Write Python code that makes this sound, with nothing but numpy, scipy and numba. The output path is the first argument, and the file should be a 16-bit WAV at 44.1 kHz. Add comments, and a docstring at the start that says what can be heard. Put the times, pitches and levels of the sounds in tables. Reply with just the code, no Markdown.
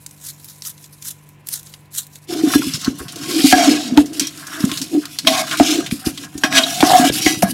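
"""First a foil spice packet crackles as it is shaken over raw meat in a wide metal pot.
Then a hand turns the pieces over: meat thuds and rubs on the bottom, bones knock and drag on the wall,
and each touch makes the metal ring. Gritty marinade scrapes, and air pockets in it squelch and pop.
A kitchen motor hums behind it all, and the loudest blows overload the microphone."""
import sys
import numpy as np
from scipy import signal
from scipy.fft import rfft, irfft
from scipy.io import wavfile
from scipy.ndimage import uniform_filter1d
from numba import njit

SR = 44100
rng = np.random.default_rng(int(sys.argv[2]) if len(sys.argv) > 2 else 0)


def unload_audio(sound):
    """Save the sound as a 16-bit wav file, at the path given as the first command line argument."""
    columns = np.transpose(np.atleast_2d(sound))
    # keep every value between -1 and 1, then stretch to whole-number steps
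    steps = np.round(np.clip(columns, -1, 1) * 32767)
    wavfile.write(sys.argv[1], SR, steps.astype(np.int16))


N = 332073
TIME_S = np.arange(N) / SR
HIT_SAMPLES = 8192  # room for one hit to die away
HAND_IN_S = 2.285  # from here on the meat is never quite still


def amp(db):
    """Turns decibels into a gain."""
    return 10 ** (np.asarray(db) / 20)


def unit(x):
    """Scales a sound to an average power of 1."""
    return x / np.sqrt(np.mean(x ** 2))


def curves(spans):
    """Joins the rows into smooth lines over time; the level is silent before and after them."""
    start_s, level_db, *others = np.concatenate(spans).T
    level = np.interp(TIME_S, start_s, level_db, left=-120, right=-120)
    return [level] + [np.interp(TIME_S, start_s, column) for column in others]


def colour(x, points):
    """Makes a noise darker or brighter along (pitch_hz, gain_db) points."""
    hz, db = np.transpose(points)
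    log_hz = np.log(np.maximum(np.fft.rfftfreq(N, 1 / SR), 1))
    return irfft(rfft(x) * amp(np.interp(log_hz, np.log(hz), db)), N)


def band(x, low_hz, high_hz, order=2):
    """Keeps the part of a sound between two pitches."""
    edges_hz = [low_hz, min(high_hz, .45 * SR)]
    return signal.sosfilt(signal.butter(order, edges_hz, "bandpass", fs=SR, output="sos"), x)


@njit
def resonate(x, hz, width_hz):
    """Makes a sound ring at a pitch that can move; a smaller width rings longer."""
    out, band_state, low_state = np.empty(len(x)), 0., 0.
    for i in range(len(x)):
        step, damping = np.tan(np.pi * hz[i] / SR), width_hz / hz[i]
        swing = (band_state + step * (x[i] + 1e-18 - low_state)) / (1 + step * (step + damping))
        band_state = 2 * swing - band_state
        low_state += 2 * step * swing
        out[i] = damping * swing
    return out


def wander(rate_hz):
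    """Glides between random values, mostly within -1 to 1, rate_hz times a second."""
    hold = int(SR / rate_hz)
    steps = np.repeat(rng.standard_normal(N // hold + 1), hold)
    return 0.83 * uniform_filter1d(steps, hold)[:N]


def grains(per_s, spread_db, tail_s):
    """Tiny random slips, each a sudden puff of noise; a few are much louder than the rest."""
    slips = (rng.random(N) < per_s / SR) * amp(spread_db * rng.exponential(size=N))
    puffs = signal.lfilter([1], [1, -np.exp(-1 / (tail_s * SR))], slips)
    return unit(puffs * rng.standard_normal(N))


def patchy(x, spread_db, rate_hz):
    """Lets each part of the treble swell on its own, as the place of contact moves."""
    centres_hz = 1500 * 1.38 ** np.arange(8)
    return sum((-1) ** k * amp(spread_db * wander(rate_hz)) * resonate(x, np.full(N, hz), hz / 2)
               for k, hz in enumerate(centres_hz))


def snaps(start_s, level_db, pitch_hz, decay_s, spread):
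    """Short bursts of noise, each strongest near its pitch; decay_s is the time to fall 60 dB."""
    out, t = np.zeros(N + HIT_SAMPLES), TIME_S[:HIT_SAMPLES]
    for at, gain, hz, decay in np.broadcast(start_s, amp(level_db), pitch_hz, decay_s):
        noise = rng.standard_normal(HIT_SAMPLES)
        burst = unit(band(noise, hz / spread, hz * spread, order=1)) + 0.07 * band(noise, hz / 5, 11000)
        fade = amp(-60 * t / max(decay, .005))
        out[int(at * SR):][:HIT_SAMPLES] += gain * burst * fade / 2
    return out[:N]


def rings(start_s, level_db, pitch_hz, decay_s, rise_s, sag_octaves_per_s):
    """Struck notes that fall 60 dB in decay_s; soft things push more slowly, and the pitch may sag."""
    out, t = np.zeros(N + HIT_SAMPLES), TIME_S[:HIT_SAMPLES]
    push = np.sin(np.pi / 2 * np.minimum(t / rise_s, 1)) ** 2
    slowed_s = np.cumsum(2 ** (-sag_octaves_per_s * t)) / SR
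    for at, gain, hz, decay in np.broadcast(start_s, amp(level_db), pitch_hz, decay_s):
        fade = amp(-60 * np.maximum(t - rise_s, 0) / max(decay, .01))
        out[int(at * SR):][:HIT_SAMPLES] += gain * push * fade * np.sin(2 * np.pi * hz * slowed_s)
    return out[:N]


def rub(hz, width_hz, rough=1.0):
    """A note kept going by rubbing; with rough below 1, the steady push evens out its swells."""
    hz = hz * np.ones(N)
    note = resonate(resonate(rng.standard_normal(N), hz, width_hz), hz, width_hz)
    swell = np.sqrt(uniform_filter1d(note ** 2, int(SR / width_hz / 2)) + 1e-12)
    return unit(note / swell ** (1 - rough))


def strokes(rows, bend, rest_db):
    """Level in dB of movements that swell, hold and fade; extra columns lean to the loudest one."""
    t = np.arange(0, N + 16, 16) / SR
    peak_s, level_db, swell_s, hold_s, fade_s, *extras = np.transpose(rows)[:, :, None]
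    rising = 1 + (t - peak_s) / swell_s
    falling = 1 - (t - peak_s - hold_s) / fade_s
    power = (amp(level_db) * np.clip(np.minimum(rising, falling), 0, 1) ** bend) ** 2
    creep = amp(2 * rest_db) * (t > HAND_IN_S) + 1e-12  # faint movement between strokes
    total = power.sum(axis=0) + creep
    blends = [((power * column).sum(axis=0) + creep * column.mean()) / total for column in extras]
    return [np.interp(TIME_S, t, line) for line in [10 * np.log10(total)] + blends]


def lifted(landings_s, before_s, after_s, dip_db):
    """Turns the rubbing down around each hard landing: the piece was off the metal just before."""
    dip = np.zeros(N)
    for at in landings_s:
        corners_s = [at - before_s, at - .004, at + after_s / 2, at + after_s]
        dip = np.maximum(dip, np.interp(TIME_S, corners_s, [0, 1, 1, 0]))
    return amp(dip_db * dip)


# The mains hum (first row), then the motor's tones: times_base_pitch, level_db
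HUM_TONES = [(2.04, -57.5), (3, -49.5), (4, -60.5), (5, -74), (6, -62), (8, -91.5), (10, -75.5), (19, -95),
             (20, -65.5), (21, -70), (22, -72)]
def motor(base_hz=49.35):
    """A mains hum near 100 Hz sounds with the motor's slightly unsteady tones."""
    angle = 2 * np.pi * np.cumsum(base_hz * (1 + 0.0019 * wander(3.26))) / SR
    return sum(amp(db + wander(11)) * np.sqrt(2) * np.sin(ratio * angle + 2 * np.pi * rng.random())
               for ratio, db in HUM_TONES)


# The tone of the kitchen's background noise: pitch_hz, gain_db
AIR_TONE = [(18, -54), (30, -6), (145, -3), (226, -10.5), (294, -10), (551, -16), (981, -16), (1150, -21.5),
            (2460, -17.5), (3940, -30), (10900, -46), (15800, -42.5)]
def kitchen_air(level_db=-53):
    """A soft, low rush fills the room."""
    return amp(level_db + wander(4.9)) * unit(band(colour(rng.standard_normal(N), AIR_TONE), 58, 18000))


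def kitchen_echo(sound, decay_s=0.25, level_db=-16.5):
    """The walls send the sound back as a short, smooth tail."""
    t = TIME_S[:SR // 2]
    tail = rng.standard_normal(len(t)) * amp(-60 * t / decay_s) * (t > .004)
    return amp(level_db) * signal.fftconvolve(sound, tail / np.sqrt(np.sum(tail ** 2)))[:N]


# How loud the rumble under the pot is: time_s, level_db
RUMBLE_LEVELS = [(2.29, -47), (2.36, -47), (2.49, -31), (2.63, -30), (3.0, -40), (3.38, -46), (3.62, -38.5),
                 (3.92, -40), (4.26, -48), (4.6, -50), (4.78, -36), (5.03, -55), (5.53, -37), (6.33, -44.5),
                 (6.6, -42), (6.92, -28.5), (7.21, -34), (7.53, -32)]
def pot_rumble():
    """A low, grainy rumble rises and falls while the meat is turned."""
    level_db, = curves([RUMBLE_LEVELS])
    return amp(level_db) * unit(band(grains(per_s=150, spread_db=.8, tail_s=0.006), 115, 234))


# The hand holding the packet (first row), then each shake: peak_s, level_db, swell_s, hold_s, fade_s
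PACKET_SHAKES = [(.002, -53, .002, 1.18, 0.36), (.19, -51, .14, .01, 0.054), (.272, -32.5, .1, 0.0048, .1),
                 (.498, -40.5, 0.19, 0.0035, .12), (.678, -26.5, 0.072, 0.0034, 0.052),
                 (.852, -40, 0.11, 0.0037, 0.019), (.928, -48, 0.081, .004, 0.043),
                 (1.09, -25.5, 0.097, 0.0047, 0.045), (1.535, -25.5, .1, .01, 0.088),
                 (1.64, -46, 0.033, 0.065, 0.23), (1.985, -24.5, 0.086, 0.007, 0.07),
                 (2.162, -43.5, 0.094, .004, 0.061), (2.244, -46, .05, 0.0036, 0.02)]
# The tone of rustling foil: pitch_hz, gain_db
FOIL_TONE = [(1470, -61), (2500, -27.5), (3970, 0.5), (6120, -1), (7770, 1), (9950, 1), (12800, -4),
             (15800, -12)]
# Single creases snapping in the foil: start_s, level_db, pitch_hz
FOIL_CREASES = [(.0631, -18.5, 7000), (.0907, -36, 7930), (.1102, -28, 7700), (.2478, -31, 9310),
                (.266, -22, 8180), (.4444, -23, 11300), (.486, -27, 5290), (0.6212, -18.5, 6540),
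                (.6499, -21, 4400), (0.779, -34, 5560), (.842, -28, 5740), (1.024, -21, 6400),
                (1.0827, -14, 8520), (1.2897, -32, 12000), (1.4704, -17, 11400), (1.487, -11.5, 9900),
                (1.5324, -20, 6540), (1.63, -29, 10100), (1.6696, -30.5, 5520), (1.7387, -22.5, 3600),
                (1.95, -17.5, 7330), (1.99, -18, 8000), (2.0677, -28, 10700), (2.157, -26.5, 5700)]
def foil_packet():
    """Each shake sets off a dense, bright crackle over a duller one; single creases stand out."""
    shake_db, = strokes(PACKET_SHAKES, bend=1.83, rest_db=-120)
    crackle = patchy(grains(per_s=1100, spread_db=2.6, tail_s=0.004), spread_db=1.5, rate_hz=40)
    rustle = unit(colour(crackle, FOIL_TONE)) + amp(-18) * unit(band(crackle, 1040, 4200))
    shaking = amp(shake_db + 2.0 * wander(66)) * rustle
    return shaking + snaps(*np.transpose(FOIL_CREASES), decay_s=0.025, spread=1.45)


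# Air pockets that pop with a clear note: start_s, level_db, pitch_hz, decay_s
AIR_POPS = [(2.618, -20, 1510, 0.032), (2.634, -27, 1140, .03), (2.871, -25, 1570, .035),
            (2.993, -32, 1390, .04), (5.437, -24, 1200, .04), (5.805, -24, 1360, 0.03)]
def pops():
    """The note of each air pocket falls as the pocket opens."""
    return rings(*np.transpose(AIR_POPS), rise_s=0.0025, sag_octaves_per_s=18.4)


def squelch():
    """Many small air pockets pop between wet pieces; each changes size and so changes pitch."""
    pockets = 0
    for hz in (1830, 2620, 3520, 5100):
        bursts = grains(per_s=45, spread_db=2.1, tail_s=0.0043)
        pockets += resonate(bursts, hz * 2 ** (0.39 * wander(25)), width_hz=330.0)
    return unit(pockets)


# The high notes the pot rings with: pitch_hz, width_hz, gain_db
POT_NOTES = [(1082.6, 27.5, 5), (1170, 11.7, -23), (1385, 42, -32), (1650, 30, 6), (1662, 17, 3),
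             (1820, 13, -7), (1993, 8.9, 1), (2232, 185, -10.5), (2338, 70, -9), (2513, 46, -8.5),
             (2906, 45, -8.5), (3220, 44, -2), (3550, 52, -4), (3715, 135, -13), (3880, 52, 1),
             (4100, 90, -27), (4050, 32, -7), (4400, 60, -7), (4250, 20, -5), (4980, 300, -10),
             (5310, 48, -7), (5690, 245, -4), (6170, 50, -4), (6170, 79, -15.5), (6590, 21, 1),
             (7280, 20, -15), (7800, 44, 1)]
def metal(push, wander_db, drift):
    """Rings the pot's high notes; hand and meat muffle and detune now one, now another."""
    out = 0
    for k, (hz, width_hz, db) in enumerate(POT_NOTES):
        gain = (-1) ** k * amp(db + wander_db * wander(9))
        out += gain * resonate(push, hz * (1 + drift * wander(6.3)), float(width_hz))
    return out


# The tone of grinding salt and spice: pitch_hz, gain_db
GRIT_TONE = [(1180, -31), (2000, -8), (2200, 0.5), (2710, 1), (4100, -3), (5650, 4.5), (11600, -0.5),
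             (13400, 5), (15800, 6.5)]
# Gritty wet slides: peak_s, level_db, swell_s, hold_s, fade_s, treble_gain_db, ring_over_hiss_db
WET_SLIDES = [(2.31, -28.5, 0.05, 0.033, 1, -7, -4), (2.545, -21.5, 0.12, .005, .12, -1.5, 2),
              (2.63, -28, 0.042, 0.065, 0.081, -3.5, -6), (2.748, -23, 0.049, 0.004, 0.051, -7, -6),
              (2.856, -31, 0.27, 0.0033, .1, -9, -1.5), (2.996, -38.5, 0.023, .005, .15, 2, -6),
              (3.516, -14, 0.44, 0.0078, .04, -6.5, -1.5), (3.6, -15.5, 0.29, 0.017, 0.45, -11, 0.5),
              (3.98, -24.5, 0.025, .005, 0.073, -4, -9), (4.14, -31.5, 0.016, 0.042, .02, -5.5, -11),
              (4.198, -21, .003, .005, 0.13, -7, 6), (4.76, -29.5, 1, 0.032, 0.1, -4.5, -4.5),
              (4.84, -33.5, .01, .01, 0.67, -5, -3), (5.143, -36, 0.11, 0.0045, 0.029, -1.5, 4),
              (5.275, -21.5, 0.022, 0.14, 0.016, -5.5, 0), (5.59, -24.5, 0.6, 0.0033, 0.016, -7, -0.5),
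              (5.692, -16.5, 0.27, .005, 0.23, -9.5, -3.5), (5.92, -33, 0.03, 0.011, 0.27, 0, -20),
              (6.065, -25, 0.029, 0.0033, 0.084, -1, -1), (6.244, -34.5, 0.27, 0.0056, 0.032, -5, -9),
              (6.43, -40.5, 0.29, .005, .01, 0, -2.5), (6.438, -21.5, 0.0032, .003, 0.076, -8.5, 6),
              (6.581, -8.5, 0.098, 0.0043, 0.026, -11, 4), (6.6, -24.5, .01, 0.21, 0.035, -5.5, -1),
              (6.913, -18, 0.33, 0.18, 0.0069, -6, -10), (7.14, -20, 0.029, .005, 0.16, -2, -14),
              (7.282, -16, 0.24, 0.0036, 0.16, -6, 2), (7.39, -31, .05, 0.022, .02, 3, -9),
              (7.425, -24.5, 0.0085, 0.0023, 0.032, 12, -12), (7.508, -31, 0.074, 0.0036, 0.025, 5.5, -4)]
SLIDE_BEND, SLIDE_REST_DB = 1.935, -47.5  # curve of swell and fade; creep between slides
def marinade():
    """Salt and spice grind under sliding meat and ring the metal, while the wet pieces squelch."""
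    slide_db, treble_db, ring_db = strokes(WET_SLIDES, SLIDE_BEND, SLIDE_REST_DB)
    grit = colour(grains(per_s=1200, spread_db=2.1, tail_s=0.0057), GRIT_TONE)
    hiss = patchy(grit, spread_db=1.5, rate_hz=30)
    ringing = amp(ring_db) * unit(band(metal(grit, wander_db=3.0, drift=0.038), 2020, 6000))
    grinding = (unit(band(hiss, 2900, 6240)) + ringing) / np.sqrt(1 + amp(2 * ring_db))
    body = grinding + 0.23 * squelch()
    treble = amp(treble_db) * unit(band(grit + 1.13 * hiss, 5400, 13030))
    return amp(slide_db + 0.5 * wander(41)) * (body + treble)


# Bare bone on bare metal, one list of points for each scrape: time_s, level_db, pitch_hz
BONE_SCRAPES = [
    [(3.526, -11, 1390), (3.556, -26, 1440), (3.59, -20, 2680), (3.61, -17, 2700), (3.654, -31, 2180),
     (3.78, -24, 2770)],
    [(4.197, -31, 3140), (4.227, -24, 3100), (4.265, -34, 3040), (4.271, -30, 3090), (4.3, -40, 3290)],
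    [(5.271, -5, 3160), (5.315, -32, 2980), (5.339, -15.5, 2420), (5.411, -22, 1970), (5.45, -38, 1680)],
    [(6.436, -6, 1870), (6.504, -48, 1790), (6.524, -24, 1780), (6.586, -6, 2660), (6.6, -23, 2590),
     (6.69, -30.5, 3600)],
    [(6.827, -26, 1130), (6.853, -25, 1090), (6.949, -25, 1090), (6.979, -22, 1150), (7.039, -27, 2470),
     (7.104, -16, 3200)],
    [(7.263, -20, 2100), (7.36, -41, 2520)],
    [(7.424, -34, 1770), (7.43, -23.5, 1770), (7.462, -30, 1710), (7.49, -34, 1680)],
]
def bone_scrapes():
    """Hard bone keeps the pot's high notes singing, most of all those near the scrape's pitch."""
    gain = sum(amp(curves([scrape])[0]) for scrape in BONE_SCRAPES)
    _, pitch_hz = curves(BONE_SCRAPES)
    rasp = resonate(grains(per_s=900, spread_db=0.82, tail_s=0.012), pitch_hz, width_hz=870.0)
    return gain * unit(metal(rasp, wander_db=6.5, drift=.003))


# Wall notes next to the main one: pitch_hz, width_hz, gain_db
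WALL_SIDE_NOTES = [(645, 48, -9.5), (748, 38, -6.5), (862, 180, -16)]
# Bones dragged on the wall: peak_s, level_db, swell_s, hold_s, fade_s, pitch_hz, skip_gain_db
BONE_DRAGS = [(2.31, -39, 0.045, 0.15, .05, 723, -3), (2.552, -28.5, 0.25, 0.0027, 0.028, 720, 3),
              (2.87, -46, 0.13, .003, 0.041, 715, 17.5), (3.0, -43.5, 0.028, .003, 0.045, 760, 11),
              (3.4, -45.5, 0.96, .01, .05, 704, 10), (3.45, -31, 0.17, .003, 0.037, 753, -17),
              (3.527, -10.5, 0.007, 0.015, 0.049, 715, -14), (3.613, -16, 0.2, .003, 0.25, 699, -7.5),
              (3.75, -35, .05, 0.042, 0.7, 698, -7), (3.975, -20.5, 0.038, 0.0085, .06, 668, -3.5),
              (4.195, -53, 0.19, .003, 0.084, 635, 18), (4.637, -43, 0.62, .003, .35, 657, 13.5),
              (4.953, -35, 0.074, .003, .08, 652, -9), (5.272, -22, 0.013, 0.15, 0.088, 650, -13.5),
              (5.03, -58.5, 0.032, 0.033, 0.13, 700, 24), (5.47, -39, 0.033, .01, .04, 640, 12),
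              (5.528, -36.5, 0.072, .003, 0.1, 670, 12.5), (5.606, -11, 0.0096, .002, .025, 700, -17),
              (5.625, -21, .005, .003, 0.12, 708, -13), (5.718, -32.5, 0.096, .003, 0.36, 687, 0),
              (6.086, -36.5, 0.17, .003, 0.06, 753, 3.5), (6.254, -51, 0.12, .003, 0.076, 690, 12),
              (6.42, -45.5, 0.22, 0.011, .01, 750, 1), (6.45, -20.5, 0.033, .003, 0.08, 743, -4),
              (6.579, -20.5, 0.16, .003, .15, 660, 3.5), (6.66, -31, 0.046, 0.079, .15, 690, -5.5),
              (6.828, -8, 0.0046, .003, 0.042, 714, -9), (6.96, -10, 0.3, .003, 0.036, 732, -12.5),
              (6.98, -17.5, .02, 0.072, 0.063, 712, -8), (7.23, -39, 0.27, .01, 0.022, 750, -3),
              (7.262, -25.5, 0.026, .003, 0.19, 748, -18), (7.427, -18, .007, .003, 0.11, 692, -10)]
def bone_drags(slide_skip_db=-19):
    """Dragged bones rub the wall into a note; in drags and wet slides they also skip on the metal."""
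    drag_db, wall_hz, skip_db = strokes(BONE_DRAGS, bend=3.08, rest_db=-62.5)
    slide_db = strokes(WET_SLIDES, SLIDE_BEND, SLIDE_REST_DB)[0]
    wall = rub(wall_hz, width_hz=45., rough=0.97)
    wall += sum(amp(db) * rub(hz, float(width_hz)) for hz, width_hz, db in WALL_SIDE_NOTES)
    chatter = grains(per_s=400, spread_db=0.95, tail_s=0.0067)
    ringing = unit(band(metal(chatter, wander_db=10.5, drift=0.013), 680, 2400))
    skips = unit(band(ringing + 1.7 * unit(band(chatter, 1100, 1750)), 900, 2930))
    skip_gain = np.hypot(amp(drag_db + skip_db), amp(slide_db + slide_skip_db))
    contact = lifted(landings(above_db=-2.2), before_s=0.043, after_s=0.012, dip_db=-5.0)
    return contact * (amp(drag_db) * wall + skip_gain * skips)


# Bone knocks and wet smacks: start_s, level_db, pitch_hz, decay_s, ring_push_db
KNOCKS_AND_SMACKS = [(2.5365, -7, 1680, 0.044, 4), (2.619, -19, 1360, 0.035, -15.5),
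                     (2.7368, -23.5, 5330, 0.15, 14), (2.815, -20.5, 5470, 0.05, -19),
                     (2.846, -14, 4170, 0.052, 13.5), (2.987, -25, 9300, 0.062, 4),
                     (3.0826, -24, 3740, 0.19, -16), (3.1226, -23, 8020, 0.041, -5),
                     (3.1586, -21, 5400, 0.06, -3), (3.235, -24, 5300, 0.092, -1),
                     (3.525, 3, 2300, 0.022, -2), (3.9745, -1.5, 2750, 0.034, -8),
                     (4.0577, -25, 5700, 0.099, -10), (4.132, -24.5, 6470, 0.063, -6.5),
                     (4.1962, -5.5, 5800, 0.069, -6), (4.27, -15, 5540, 0.062, 4),
                     (4.375, -23, 5500, 0.033, -8), (4.4682, -21, 6200, 0.073, -6),
                     (4.6044, -21, 5200, 0.047, 10), (4.651, -11.5, 6450, 0.029, -3),
                     (4.7156, -10.5, 3330, 0.033, -15), (4.7736, -15, 4230, 0.077, -4),
                     (4.8154, -12.5, 5300, 0.09, -0.5), (4.8405, -23, 8840, 0.033, -3),
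                     (5.055, -12.5, 5000, 0.021, -8), (5.1868, -10.5, 4600, 0.062, 7.5),
                     (5.249, -21.5, 1690, 0.038, -4), (5.272, -3, 3720, 0.036, 6),
                     (5.2793, -8, 2160, 0.053, 15), (5.5114, -13.5, 3040, 0.09, 12),
                     (5.5985, -6.5, 1760, 0.033, -9), (5.862, -16, 3130, 0.1, -7),
                     (5.911, -12, 2690, 0.036, -11.5), (6.0615, -16, 3570, 0.045, -3),
                     (6.175, -19, 3480, 0.054, 10), (6.2358, -26, 1670, 0.054, 8),
                     (6.378, -21, 6600, 0.067, 1), (6.4362, -4.5, 1730, 0.065, 0),
                     (6.526, -8.5, 2000, 0.042, 0), (6.6345, -17, 3730, 0.094, 16),
                     (6.8055, -5, 3480, 0.063, -14), (6.8267, -8.5, 1500, 0.054, -5),
                     (7.1226, -17.5, 5180, 0.083, 4), (7.2617, -5, 2150, 0.046, 9),
                     (7.424, -6, 1990, 0.025, -13), (7.4979, -28, 1680, 0.044, 9)]
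def knocks():
    """Each contact cracks, and a shorter burst at the same moment sets the metal ringing."""
    start_s, level_db, pitch_hz, decay_s, ring_push_db = np.transpose(KNOCKS_AND_SMACKS)
    cracks = snaps(start_s, level_db, pitch_hz, decay_s, spread=1.31)
    push = snaps(start_s, level_db + ring_push_db, pitch_hz, 0.23 * decay_s, spread=1.01)
    return cracks + 4.2 * metal(push, wander_db=2.0, drift=0.0064)


# Bones striking the wall: start_s, level_db, pitch_hz, decay_s
BONE_CLANKS = [(3.444, -21, 795, .064), (3.526, 0.5, 736, 0.1), (3.973, -15, 750, 0.052),
               (5.275, -22, 680, 0.082), (5.599, 1.5, 700, 0.066), (6.442, -19, 724, 0.11),
               (6.586, -15.5, 651, 0.23), (6.805, -12, 750, 0.05), (6.827, 5.5, 776, 0.0086),
               (6.904, -2, 790, 0.032), (6.916, -3, 742, .052), (6.934, -1.5, 727, 0.084),
               (6.947, -5, 697, 0.18), (7.097, -9.5, 556, 0.014), (7.265, -13.5, 736, 0.087),
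               (7.429, -0.5, 660, 0.027)]
def bone_clanks():
    """Hard bone starts the wall's note quickly, and the pitch holds steady."""
    return rings(*np.transpose(BONE_CLANKS), rise_s=0.0014, sag_octaves_per_s=0)


# Meat shoved over the bottom: peak_s, level_db, swell_s, hold_s, fade_s, pitch_hz
MEAT_SHOVES = [(2.3, -26, 0.038, 0.22, .05, 331), (2.6, -30, .03, 0.073, 0.033, 293),
               (3.02, -23.5, 0.057, .005, 0.041, 307), (3.165, -24.5, .015, 0.0035, 0.028, 292),
               (3.19, -34, 0.094, 0.051, .05, 290), (3.304, -21, 0.096, 0.16, 0.078, 320),
               (3.534, -13.5, 0.035, .005, 0.35, 283), (3.68, -7, .03, .005, 0.21, 287),
               (3.95, -18.5, 0.29, 0.013, 0.029, 257), (4.0, -18, 0.023, .03, 0.064, 280),
               (4.08, -30.5, .03, 0.17, 0.042, 290), (4.27, -41, .03, 0.11, 0.076, 285),
               (4.612, -31.5, 0.2, 0.0087, 0.018, 300), (4.819, -29.5, .035, .005, 0.14, 280),
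               (4.943, -13, 0.062, 0.018, 0.048, 300), (5.283, -22, 0.07, .005, 0.3, 263),
               (5.541, -30, 0.12, 0.0042, 0.022, 297), (5.794, -17, 0.45, 0.0032, 0.089, 310),
               (6.224, -32, 0.081, .005, 0.069, 285), (6.552, -20.5, 0.099, .005, 0.29, 270.4),
               (6.88, -25.5, .03, 0.1, .05, 290), (7.0, -16.5, .1, 0.078, 0.022, 284),
               (7.27, -26, 0.43, 0.053, 0.33, 303), (7.5, -28, 0.025, .03, .02, 250)]
def meat_shoves(bottom_hz=292):
    """Sliding meat rubs the bottom into a low note, and its weight bends the pitch."""
    # each dropped piece skids on a little, like a small extra shove
    skids = [(at, db - 18, .02, .005, 0.13, bottom_hz + 0.33 * (hz - bottom_hz))
             for at, db, hz, _, _ in MEAT_DROPS]
    shove_db, pitch_hz = strokes(MEAT_SHOVES + skids, bend=2.66, rest_db=-48)
    overtone = amp(-23) * rub(hz=494, width_hz=245., rough=0.83)
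    contact = lifted(landings(above_db=-7.5), before_s=0.038, after_s=0.0235, dip_db=-4.0)
    return amp(shove_db) * (rub(pitch_hz, width_hz=60.5) + overtone) * contact


def landings(above_db):
    """The times when meat lands harder than a given level."""
    return [at for at, level_db, *_ in MEAT_DROPS if level_db > above_db]


# Meat dropping on the bottom: start_s, level_db, pitch_hz, decay_s, jolt_gain_db
MEAT_DROPS = [(2.295, -20, 343.6, .07, -31), (2.322, -16.5, 347, 0.093, -36), (2.352, -17, 320, 0.23, -36),
              (2.434, -2, 316, 0.1, -41), (2.47, -4.5, 285, 0.059, -36), (2.554, 2.5, 295.5, 0.057, -24),
              (2.667, -13, 273, 0.072, -20), (2.741, -16.5, 145, 0.033, -18),
              (2.876, -2.5, 263, 0.045, -20.5), (3.003, -22.5, 365, 0.085, -5),
              (3.307, -14.5, 307, .07, -45), (3.36, -13, 315.5, 0.16, -49), (3.393, -11, 293, 0.14, -38),
              (3.44, 2.5, 278.6, 0.1, -41), (3.529, 0.5, 279, 0.035, -17), (3.678, -11, 265, 0.053, -46),
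              (3.92, -11, 244, 0.069, -37), (3.974, 8, 294.4, 0.078, -24.5), (4.211, -13.5, 284, .074, -32),
              (4.602, -17, 295, 0.045, -26), (4.637, -0.5, 223, 0.037, -48), (4.717, -17, 303, 0.075, -22),
              (4.929, -21, 280, 0.13, -41), (4.945, -5.5, 306, 0.15, -49), (4.972, -8.5, 316, 0.084, -39),
              (5.249, -23, 295, .06, -30), (5.604, 5, 289, 0.072, -28), (5.921, -7, 230, 0.027, -15.5),
              (6.067, -4.5, 278, 0.028, -10.5), (6.351, -18.5, 295, 0.056, -12),
              (6.377, -23, 301, 0.055, -25), (6.44, -9.5, 275, 0.034, -39), (6.829, 3, 295, 0.047, -27),
              (6.994, -5, 265, .07, -31), (7.097, -8, 327, 0.012, -7.5), (7.262, -0.5, 312, 0.028, -16),
              (7.432, -4, 202.2, 0.075, -21)]
def meat_thuds(jolt_hz=71, rise_s=0.0059, sag_octaves_per_s=1.3):
    """Soft meat rings the bottom, the pitch sags as it settles, and the pot jolts on its stand."""
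    start_s, level_db, pitch_hz, decay_s, jolt_db = np.transpose(MEAT_DROPS)
    bottom = rings(start_s, level_db, pitch_hz, decay_s, rise_s, sag_octaves_per_s)
    jolts = rings(start_s, level_db + jolt_db, jolt_hz, 1.1 * decay_s, rise_s, sag_octaves_per_s)
    return bottom + jolts


def scene():
    """Adds the packet and everything in the pot to the sound of the kitchen, in one channel."""
    cooking = foil_packet() + meat_shoves() + pot_rumble() + meat_thuds()
    cooking += bone_drags() + bone_clanks() + bone_scrapes()
    cooking += marinade() + knocks() + pops()
    return (cooking + kitchen_echo(cooking) + motor() + kitchen_air())[None]


def record(dry):
    """The microphone drops the deep bass, flattens the loudest peaks and cuts the highest treble."""
    bass_cut = signal.butter(2, 42, "highpass", fs=SR, output="sos")
    treble_cut = signal.ellip(8, .2, 70, 15750, fs=SR, output="sos")
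    overloaded = np.clip(signal.sosfilt(bass_cut, dry), -1.02, 1.02)
    return np.clip(signal.sosfilt(treble_cut, overloaded), -1, 1)


dry = scene()
out = record(dry)
unload_audio(out)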